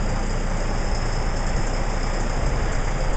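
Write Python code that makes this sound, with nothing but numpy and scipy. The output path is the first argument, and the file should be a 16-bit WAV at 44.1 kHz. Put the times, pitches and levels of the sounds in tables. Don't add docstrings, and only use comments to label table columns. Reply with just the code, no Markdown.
import sys
import numpy as np
from scipy import signal
from scipy.fft import rfft, irfft, next_fast_len
from scipy.io import wavfile
from scipy.ndimage import uniform_filter1d, map_coordinates

SR = 44100
rng = np.random.default_rng(int(sys.argv[2]) if len(sys.argv) > 2 else 0)


def gain_from_decibels(decibels):
    exponent = np.asarray(decibels, float) / 20
    return 10 ** exponent


def transcribe(u):
    v = np.clip(np.atleast_2d(u).T, -1, 1)
    q = np.round(v * 32767).astype(np.int16)
    wavfile.write(sys.argv[1], SR, q)


N = 139356


def unit(x):
    return x / np.sqrt(np.mean(np.abs(x) ** 2) + 1e-20)


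def along(points, hz):
    f, db = np.transpose(points)
    return np.interp(np.log(hz + 1), np.log(f + 1), db, left=-120, right=-120)


def curves(rows):
    seconds, *columns = np.transpose(rows)
    return [np.interp(np.arange(N) / SR, seconds, column) for column in columns]


def wobble(rate):
    return map_coordinates(rng.standard_normal(200), [np.arange(N) * rate / SR])


def filtered(x, response):
    size = next_fast_len(N + 8192)
    spectrum = rfft(x, size) * response(np.fft.rfftfreq(size, 1 / SR))
    return irfft(spectrum, size)[..., :N]


def rush(response, patchy_db):
    z = signal.stft(rng.standard_normal(N + 512), nperseg=512)[2]
    patches = uniform_filter1d(rng.standard_normal(z.shape), size=6, axis=0)
    patches = uniform_filter1d(patches, size=8, axis=1)
    noise = signal.istft(z * gain_from_decibels(patchy_db * unit(patches)), nperseg=512)[1][:N]
    return unit(filtered(noise, response))


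def bursts(seconds, db, t60):
    attack_s = 0.001
    starts, t = np.zeros(N), np.arange(SR // 2) / SR
    np.add.at(starts, np.clip((seconds * SR).astype(int), 0, N - 1), gain_from_decibels(2 * db))
    shape = (1 - np.exp(-t / attack_s)) * gain_from_decibels(-60 * t / t60)
    return np.abs(signal.fftconvolve(starts, shape ** 2)[:N])


# time in seconds, firing rate in firings per second.
FIRING_RATE = [
    (0, 29.69),
    (.4, 29.32),
    (.8, 28.98),
    (1, 28.96),
    (1.2, 29.1),
    (1.6, 29.67),
    (2, 30.1),
    (2.4, 30.56),
    (2.8, 31.4),
    (3.16, 31.3),
]


def firings():
    return 0.57 + np.cumsum(curves(FIRING_RATE)[0]) / SR


# multiple of the firing rate, level at the start in dB, level at the end in dB.
EXHAUST_ORDERS = [(0.99, -23.5, -23.5), (2, -40, -44), (2.5, -51, -47.5), (3, -39, -45.5),
                  (11 / 3, -43, -45), (4, -38, -42.5), (13 / 3, -44, -44.5), (4.4, -49.5, -40),
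                  (5, -55, -45), (6, -43, -50.5), (7, -39, -51.5), (8, -45.5, -54), (32 / 3, -61.5, -53),
                  (11, -51, -60), (20, -51, -49.5), (16, -49, -58.5)]


def exhaust():
    drift_db, locked_order, suck_turn = 1.5, 4, 0.47
    turn = 2 * np.pi * (firings() - suck_turn)
    progress = np.arange(N) / N
    tones = np.zeros(N)
    for k, (order, first_db, last_db) in enumerate(EXHAUST_ORDERS):
        level_db = first_db + (last_db - first_db) * progress
        if k > 0:
            level_db = level_db + drift_db * wobble(2)
        scattered = order > locked_order or order % 1 > 0
        lag = rng.uniform(0, 2 * np.pi) * scattered
        tones += gain_from_decibels(level_db) * np.cos(order * turn + lag)
    return -np.sqrt(2) * tones


# time in seconds, roar level in dB.
APPROACH = [
    (0, -32.5),
    (1, -31.5),
    (3.16, -30.5),
]
# frequency in Hz, level in dB per Hz.
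ROAR_COLOUR = [(20, -34), (45, -6), (130, -2.5), (365, -10), (661, -10), (1940, -18), (3460, -28.5),
               (4300, -41), (5400, -73)]
# centre in Hz, width in Hz, lift over the roar in dB.
BODY_PANELS = [(322.5, 18, 3), (422, 59, 3), (526, 37, 7.5), (590, 36, 3), (786, 37, 5.5), (859, 110, 3.5),
               (1230, 47, 3.5), (1373, 26, 3), (1680, 23, 4), (1970, 450, 3), (2140, 40, 2),
               (2300, 27, 4.5)]


def block():
    knock_db, clatter_db = 1.3, 0.7

    def body(f):
        panels_db = sum(db / (1 + (2 * (f - centre) / width) ** 2) for centre, width, db in BODY_PANELS)
        return gain_from_decibels(along(ROAR_COLOUR, f) + panels_db)

    roar = rush(body, 0.8)
    turn = 2 * np.pi * firings()
    low = filtered(roar, lambda f: 1 / (1 + (f / 350) ** 4))
    below = filtered(roar, lambda f: 1 / (1 + (f / 1000) ** 4))
    knock_swell = np.cos(turn - 3.3) + 0.47 * np.cos(2 * turn - 5)
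    knock = gain_from_decibels(knock_db * knock_swell + 0.17 * wobble(6.7)) * (below - low)
    clatter = gain_from_decibels(clatter_db * np.cos(turn - 4.5) + 0.3 * wobble(7.11)) * (roar - below)
    return gain_from_decibels(curves(APPROACH)[0] + 2.0) * (low + knock + clatter)


def leak_and_puffs():
    leak_db, puff_db, scatter_db, puff_t60_s = -3, 0.5, 1.8, 0.11
    times = np.flatnonzero(np.diff(np.floor(firings() - 0.25))) / SR
    sizes_db = puff_db + scatter_db * rng.standard_normal(len(times))
    return gain_from_decibels(2 * leak_db) + bursts(times, sizes_db, puff_t60_s)


def flicker(top_hz):
    return np.tanh(unit(filtered(rng.standard_normal(N), lambda f: f < top_hz)))


# frequency in Hz, level in dB per Hz.
JET_COLOUR = [(3800, -36.5), (4600, -6.5), (5600, -8), (6900, -0.5), (7400, -0.5), (7900, -7.5),
              (8550, -17), (9200, -44)]


def air_jet(seconds, spit_db, colour_hz, spit_t60_s):
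    dull_hz, bright_hz, tint_width_hz, tint_db = 6650, 7470, 320, 5
    edge_hz, edge_sputter_db, sputter_db = 7950, 3.5, 1.5
    jet = gain_from_decibels(-44) * np.sqrt(leak_and_puffs()) * rush(lambda f: gain_from_decibels(along(JET_COLOUR, f)), 1.5)
    bright = np.clip((colour_hz - dull_hz) / (bright_hz - dull_hz), 0.03, 0.97)
    for share, centre in (1 - bright, dull_hz), (bright, bright_hz):
        def tint(f):
            bump_db = tint_db * np.exp(-((f - centre) / tint_width_hz) ** 2)
            return gain_from_decibels(along(JET_COLOUR, f) + bump_db)

        power = bursts(seconds, spit_db - 11.5 + 10 * np.log10(share), spit_t60_s)
        jet = jet + np.sqrt(power) * rush(tint, 0.81)
    edge = filtered(jet, lambda f: f > edge_hz)
    jet = jet - edge + gain_from_decibels(edge_sputter_db * flicker(150)) * edge
    return gain_from_decibels(sputter_db * flicker(250)) * jet


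# time in seconds, pitch in Hz, level in dB.
WHISTLE_GLIDE = [
    (0, 4976, -44.5),
    (.57, 5040, -48.5),
    (.63, 5126, -44.5),
    (1, 5156, -42.5),
    (1.5, 5193, -46.5),
    (2.1, 5103, -45.5),
    (2.6, 5073, -46.5),
    (3.16, 4950, -50),
]


def whistle(seconds, spit_db, spit_t60_s):
    width_hz, skirt_hz, skirt_db = 120, 380, -12
    pitch, level_db = curves(WHISTLE_GLIDE)
    power = gain_from_decibels(2 * level_db) * leak_and_puffs() + bursts(seconds, spit_db - 6, spit_t60_s)

    def spread(f):
        return 1 / (1 + (f / width_hz) ** 2) + gain_from_decibels(skirt_db) * np.exp(-(f / skirt_hz) ** 2)

    a, b = filtered(rng.standard_normal((2, N)), spread)
    turn = 2 * np.pi * np.cumsum(pitch) / SR
    return np.sqrt(power) * unit(a * np.cos(turn) + b * np.sin(turn))


# start in seconds, jet peak in dB, whistle level in dB, jet colour in Hz.
AIR_SPITS = [(0.094, -30.5, -59, 6860), (0.3022, -28, -44, 6880), (0.4, -41, -48, 6930),
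             (0.5716, -32, -48, 6630), (0.6694, -49, -43, 6320), (0.7771, -31.5, -39, 7050),
             (0.846, -34, -39, 7640), (0.947, -26, -29.5, 6650), (1.056, -30.5, -41, 6700),
             (1.1223, -28.5, -37, 7440), (1.1594, -41.5, -33, 6830), (1.2645, -41.5, -50, 6840),
             (1.3646, -26.5, -37, 6650), (1.4655, -26.5, -32, 7440), (1.5618, -28, -34.5, 6630),
             (1.6053, -29.5, -44, 7600), (1.6661, -26, -49, 7260), (1.7325, -37, -34.5, 6940),
             (1.7684, -35, -36, 6800), (1.8994, -34, -37, 7120), (2.0294, -37, -31.5, 7200),
             (2.0657, -31.5, -38.5, 6880), (2.1365, -29, -33.5, 7650), (2.2009, -26, -53, 6760),
             (2.2926, -31, -40.5, 7030), (2.461, -30.5, -46, 7560), (2.6186, -37.5, -35, 6470),
             (2.7173, -26.5, -50, 7330), (2.8534, -33.5, -54.5, 7440), (3.0037, -37, -33, 7410)]


def valve():
    seconds, jet_db, whistle_db, colour_hz = np.transpose(AIR_SPITS)
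    spit_t60_s = 0.25
    return air_jet(seconds, jet_db, colour_hz, spit_t60_s) + whistle(seconds, whistle_db, spit_t60_s)


# time in seconds, slow push in dB, flutter over the push in dB.
GUSTS = [(0, -28, -9), (.15, -44, -2), (.62, -50, 12), (.74, -35, -9), (.92, -31.5, 3.5), (1.08, -42, -1.5),
         (1.25, -33.5, 3), (1.42, -41, 2), (1.55, -28.5, -3), (1.9, -40, -1), (2.14, -40, -2),
         (2.25, -37, -4), (2.42, -26, -4), (2.6, -37.5, 6.5), (2.75, -25, -9), (2.95, -31.5, -6),
         (3.16, -28.5, -6)]
# frequency in Hz, level in dB per Hz.
PUSH_COLOUR = [(2, -11.5), (8, 3.5), (17, 1), (23, -11.5), (30, -12.5), (60, -48.5)]
# frequency in Hz, level in dB per Hz.
FLUTTER_COLOUR = [(20, -25), (34, -4), (50, 0), (70, -7), (110, -14), (200, -32), (500, -60)]


def wind():
    push_db, flutter_db = curves(GUSTS)

    def lumpy(colour):
        lumps = gain_from_decibels(2 * wobble(10))
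        return unit(lumps * rush(lambda f: gain_from_decibels(along(colour, f)), 0.65))

    return gain_from_decibels(push_db) * (lumpy(PUSH_COLOUR) + gain_from_decibels(flutter_db + 0.5) * lumpy(FLUTTER_COLOUR))


def scene():
    return (exhaust() + block() + valve() + wind())[None]


def roll_off(x):
    return signal.sosfilt(signal.butter(12, 9010, fs=SR, output="sos"), x)


# centre in Hz, width in Hz, depth in dB.
HOUSING_DIPS = [(4190, 170, -7), (8000, 150, -4)]


def record(dry):
    def housing(f):
        return gain_from_decibels(sum(db * np.exp(-((f - centre) / width) ** 2) for centre, width, db in HOUSING_DIPS))

    return roll_off(filtered(dry, housing))


dry = scene()
out = record(dry)
transcribe(out)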